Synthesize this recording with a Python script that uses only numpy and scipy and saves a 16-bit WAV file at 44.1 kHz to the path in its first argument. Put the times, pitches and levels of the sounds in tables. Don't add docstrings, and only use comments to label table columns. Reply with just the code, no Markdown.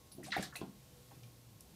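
import sys
import numpy as np
from scipy import signal
from scipy.fft import rfft, irfft, next_fast_len
from scipy.io import wavfile
from scipy.ndimage import map_coordinates

SR = 44100
rng = np.random.default_rng(int(sys.argv[2]) if len(sys.argv) > 2 else 0)


def wav_out(sig):
    wavfile.write(sys.argv[1], SR, np.round(np.clip(np.atleast_2d(sig).T, -1, 1) * 32767).astype(np.int16))


def attenuation_scalar(level_db):
    decades = np.asarray(level_db, float) / 20
    return 10 ** decades


N = 77175


def unit(x):
    return x / np.sqrt(np.mean(x ** 2) + 1e-20)


def along(points, hz):
    f, v = np.transpose(points)
    return np.interp(np.log(hz + 1), np.log(f + 1), v)


def wobble(rate):
    return map_coordinates(rng.standard_normal(200), [np.arange(N) * rate / SR])


def filtered(x, response):
    m = next_fast_len(N + SR // 2)
    return irfft(rfft(x, m) * response(np.fft.rfftfreq(m, 1 / SR)), m)[..., :N]


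def noise(spectrum):
    white = rng.standard_normal(N)
    return unit(filtered(white, lambda hz: attenuation_scalar(along(spectrum, hz))))


def add(track, s, sound):
    part = track[round(s * SR):][:len(sound)]
    part += sound[:len(part)]


# frequency in Hz, decay time t60 in seconds.
ROOM_DECAY = [(150, 0.29), (1000, 0.29), (4000, 0.16), (12000, 0.16)]


def with_room(dry, room_db):
    hz, t, z = signal.stft(rng.standard_normal(SR // 2), SR, nperseg=256)
    decay = attenuation_scalar(-60 * t / along(ROOM_DECAY, hz)[:, None])
    tail = signal.istft(z * decay, SR, nperseg=256)[1]
    delayed = np.pad(dry, (250, 0))
    answer = signal.fftconvolve(delayed, tail / np.linalg.norm(tail))[:len(dry)]
    return dry + attenuation_scalar(room_db) * answer


def swarm(db, hz, spread, t60, count=400):
    when = rng.random(count)
    pitch, life, size = np.clip(rng.standard_normal((3, count)), -2, 2)[:, :, None]
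    born = (0.5 * t60 * when ** 1.3)[:, None]
    bubble_hz = np.clip(hz * 2 ** (spread * pitch), 100, 16000)
    cycles = (4.2 + 0.28 / spread) * np.exp(0.22 * life)
    tau = cycles / bubble_hz / 3
    t = np.arange(round((0.5 * t60 + 0.03) * SR)) / SR
    age = np.clip(t - born, 0, None)
    turns = bubble_hz * age * (1 + 0.026 * np.minimum(age / tau, 4) / 4)
    swell = 1 - 0.36 * np.exp(-born / 0.002)
    gain = attenuation_scalar(db + 4.5 * size - 60 * born / t60) * np.sqrt(t60 / tau / count) * swell
    soft_birth = (1 - np.exp(-age / (0.22 * tau))) ** 2
    return np.sum(gain * np.exp(-age / tau) * soft_birth * np.sin(2 * np.pi * turns), axis=0)


# start in seconds, level in dB, bubble pitch in Hz, pitch spread in octaves, t60 in seconds.
SCRAMBLE_SLAPS = [(0.116, -56.5, 4400, 0.17, .12), (0.119, -52, 10200, 0.046, 0.14),
                  (.15, -60, 13500, 0.068, 0.11), (0.228, -51.5, 1950, 0.16, 0.083),
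                  (0.239, -50.5, 5900, 0.18, 0.1), (.234, -53, 8600, 0.22, .12),
                  (.234, -60, 13000, .2, .12), (0.241, -55.5, 2510, 0.18, 0.22),
                  (0.248, -54, 4300, 0.16, 0.25), (.262, -49, 8300, 0.17, 0.11),
                  (.284, -61, 8900, 0.19, .1), (.305, -49.5, 3700, 0.37, .2),
                  (0.262, -53.5, 1500, 0.43, 0.1)]
PLUNGE_SPLASHES = [(.319, -34.5, 3670, 0.19, .07), (.327, -36.5, 1910, 0.16, .25),
                   (.406, -49.5, 5500, 0.44, 0.2), (.332, -43.5, 1330, 0.21, 0.22),
                   (.326, -46, 2900, 0.21, .12), (.324, -43.5, 4000, 0.2, .25),
                   (0.328, -56.5, 6800, 0.21, 0.3), (0.36, -64, 10200, 0.19, .25),
                   (.3655, -48.5, 11500, 0.18, 0.06), (.372, -53, 8000, 0.34, .12),
                   (.38, -49.5, 3900, 0.23, .25), (.376, -43.5, 2000, 0.14, 0.13),
                   (.426, -46.5, 1600, 0.23, .12), (.427, -44.5, 3870, 0.16, 0.19),
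                   (.436, -49.5, 4400, .12, .08), (.4255, -48.5, 5360, 0.28, 0.2),
                   (.4255, -39.5, 7580, 0.38, 0.079)]
FALLING_DRIPS = [(.526, -50.5, 1429, 0.13, 0.14), (0.556, -42.5, 2460, 0.079, 0.052),
                 (.555, -44, 3900, 0.07, 0.079), (0.5587, -45, 9630, 0.06, 0.08),
                 (.559, -49.5, 12600, 0.04, 0.067), (.559, -50, 14600, .04, .035),
                 (.538, -59, 6500, 0.34, 0.16), (0.559, -52, 6900, 0.15, 0.15),
                 (.574, -54.5, 2560, 0.046, 0.19), (0.61, -54, 3580, 0.3, 0.1),
                 (.611, -50.5, 1400, 0.11, .05), (1.11, -63.5, 1810, 0.43, 0.21),
                 (1.233, -55.5, 2780, 0.31, 0.04), (1.233, -54.5, 5350, 0.19, 0.029),
                 (1.607, -51, 10800, 0.1, 0.02), (1.608, -51.5, 6500, 0.25, 0.028)]


def splashes():
    out = np.zeros(N)
    for s, db, hz, spread, t60 in [*SCRAMBLE_SLAPS, *PLUNGE_SPLASHES, *FALLING_DRIPS]:
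        dry = np.pad(swarm(db, hz, spread, t60), (0, SR // 4))
        add(out, s, with_room(dry, room_db=-4))
    return out


# start in
# seconds, level in dB, pitch in Hz, t60 in seconds, pitch rise per second.
SINGLE_RINGS = [(.262, -45, 8500, 0.007, 2), (.283, -39.5, 724, 0.05, 4.6), (.319, -33.5, 3860, 0.022, 2.7),
                (.3205, -31.5, 4000, 0.009, 2), (.324, -23, 1936, 0.014, 3.7),
                (.3303, -21, 1970, 0.011, 1.8), (.337, -27, 1730, 0.013, 3), (.346, -28.5, 2110, 0.015, 2),
                (.352, -32.5, 1696, 0.029, 2.5), (.361, -29, 1960, .012, 1.8),
                (.3655, -21.5, 735, 0.036, 4.5), (.366, -38, 3620, 0.026, 1.8), (.377, -35, 2240, 0.016, 3),
                (.428, -40, 1668, 0.043, 1.5), (.555, -37.5, 2000, 0.014, 3), (.566, -39, 2593, 0.037, 0.25),
                (.403, -43, 696, 0.021, 2), (.617, -35, 389, 0.044, .3), (0.6324, -28.5, 199, 0.053, .3),
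                (1.6075, -40.5, 11000, 0.0055, 1), (.616, -45, 1026, 0.055, 0.46),
                (.623, -43.5, 818, 0.037, .5), (.5588, -38, 9180, .006, 1), (1.6075, -48, 5650, .006, 1),
                (1.2335, -52, 4900, 0.0074, 1), (.5555, -41, 2700, 0.011, 1)]


def plops():
    out, t = np.zeros(N), np.arange(SR // 6) / SR
    for s, db, hz, t60, rise in SINGLE_RINGS:
        birth = 1 - np.exp(-t * hz / 1.2)
        turns = hz * t * (1 + 0.5 * rise * t)
        plop = attenuation_scalar(db - 60 * t / t60) * birth * np.sin(2 * np.pi * turns)
        dry = np.pad(plop, (0, SR // 4))
        add(out, s, with_room(dry, room_db=-11))
    return out


TANK_ROOM_DB = -9.5

# frequency in Hz, level in dB.
TANK_MODES = [(73, -1), (138, -9.5), (165, -3.5), (205, 2), (265, -1), (305, 1.5), (360, -1), (431, -3),
              (517, 0), (641, 4), (738, 4), (805, 2.5), (930, 4), (1050, 5)]
# start in seconds, level in dB,
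# pitch the blow favours in Hz, its reach in octaves.
TANK_KNOCKS = [(0.149, -49, 224, 0.28), (0.178, -56, 254, 0.6), (0.183, -39.5, 293, 0.35),
               (0.197, -41, 340, 0.66), (.185, -49, 647, 0.07), (.240, -46, 212, 0.83),
               (0.299, -45.5, 224, 0.27), (.366, -34.5, 393, 0.33), (.381, -35, 680, 0.14),
               (.43, -68, 620, 0.21), (.27, -47, 624, 0.16), (.384, -39.5, 214, 0.11),
               (.395, -39, 210, 0.11), (0.421, -51, 201, .3), (.462, -47.5, 195, 0.78),
               (.555, -44.5, 630, 0.55), (0.6135, -49, 949, 0.21), (0.6155, -42, 390, 0.16),
               (.625, -42.5, 850, 0.34), (.627, -45, 300, 0.22), (.648, -48.5, 853, 0.14),
               (.679, -47.5, 197, 0.38), (0.667, -54, 245.3, 0.32), (0.694, -45, 207.9, 0.14),
               (1.112, -50, 485, 0.78), (1.124, -53.5, 303, .4), (1.111, -55, 900, 0.44),
               (.59, -51, 380, 0.33), (1.163, -54, 139.5, 0.18), (1.486, -57, 170, 0.28),
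               (1.502, -53.5, 167, 0.34), (1.715, -57.5, 158, 0.3), (1.740, -54.5, 160, 0.73)]


def knocks():
    out, t = np.zeros(N), np.arange(SR // 2) / SR
    rest_hz, level_db = np.transpose(TANK_MODES)[:, :, None]
    t60 = 0.15 * (200 / rest_hz) ** 0.6
    for s, db, centre_hz, reach in TANK_KNOCKS:
        detune, scatter = rng.standard_normal((2, *rest_hz.shape))
        hz = rest_hz * (1 + 0.025 * detune)
        nearness = np.exp(-0.5 * (np.log2(hz / centre_hz) / reach) ** 2)
        share = nearness * attenuation_scalar(level_db + 2 * scatter)
        modes = share * attenuation_scalar(-60 * t / t60) * np.sin(2 * np.pi * hz * t)
        ring = np.sum(modes, axis=0) / np.linalg.norm(share)
        u = t * centre_hz / 0.095
        push = attenuation_scalar(-3) * u * (2 - u) * np.exp(-u)
        dry = -attenuation_scalar(db) * (ring + push) * (1 - np.exp(-t / 0.0015))
        add(out, s, with_room(dry, TANK_ROOM_DB))
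    return out


# start in seconds, level in dB, length in seconds.
PANE_SHOVES = [
    (.3822, -33, .0004),
    (.3836, -33, .0004),
    (.3962, -29, .0004),
    (.6154, -31, .0004),
    (1.177, -47, .0008),
]


def shoves():
    out, t = np.zeros(N), np.arange(SR // 2) / SR
    for s, db, length in PANE_SHOVES:
        u = t / length
        dry = -attenuation_scalar(db) * u * u * (3 - u) * np.exp(-u)
        add(out, s, with_room(dry, TANK_ROOM_DB))
    return out


# time in seconds, firing rate in Hz, level in dB.
ENGINE_PATH = [(0.0, 130, -60), (0.024, 126.5, -75), (0.15, 141.5, -78), (0.232, 135, -63.5),
               (0.652, 135.2, -58), (0.876, 132.7, -66.5), (1.266, 118.5, -64), (1.378, 120.9, -69.5),
               (1.472, 117.4, -62.5), (1.584, 102.2, -68.5), (1.75, 92.5, -64)]


def engine():
    s, hz, db = np.transpose(ENGINE_PATH)
    t = np.arange(N) / SR
    firing_hz = np.interp(t, s, hz) * (1 + 0.0071 * wobble(14.8))
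    turns = np.cumsum(firing_hz) / SR
    level_db = np.interp(t, s, db) + 4 * wobble(16.08)
    return np.sqrt(2) * attenuation_scalar(level_db) * np.sin(2 * np.pi * turns)


# frequency in Hz, level in dB.
PUMP_TONES = [
    (495, -75),
    (1085, -80),
]


def pump():
    out, t = np.zeros(N), np.arange(N) / SR
    for hz, db in PUMP_TONES:
        level = attenuation_scalar(db + 3.9 * wobble(9.24))
        out += level * np.sin(2 * np.pi * hz * t + 0.66 * wobble(19))
    return out


# frequency in Hz, density in dB per Hz.
HOUSE_HUM = [(15, -3.5), (25, 3), (114, -1.5), (179, -4.5), (389, -11.5), (493, -14), (690, -16),
             (776, -16), (1400, -26), (1820, -37), (3080, -120)]


def house_hum():
    return attenuation_scalar(-61.5 + 0.61 * wobble(6.34)) * noise(HOUSE_HUM)


# frequency in Hz, density in dB per Hz.
MIC_HISS = [(710, -55), (1200, -8), (1490, -6), (4120, -2.5), (10300, -6), (13900, -5), (15600, -12.5)]


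def mic_hiss():
    return attenuation_scalar(-66 + 0.96 * wobble(2.686)) * noise(MIC_HISS)


def scene():
    tank = splashes() + plops() + knocks() + shoves()
    background = engine() + pump() + house_hum() + mic_hiss()
    return (tank + background)[None]


def low_pass(x):
    return signal.sosfilt(signal.butter(12, 16060, fs=SR, output="sos"), x)


def record(dry):
    def band(hz):
        bass_cut = 1 / np.sqrt(1 + (60.6 / (hz + 1)) ** 6)
        return (hz < 15640) * bass_cut
    return low_pass(filtered(dry, band))


dry = scene()
out = record(dry)
wav_out(out)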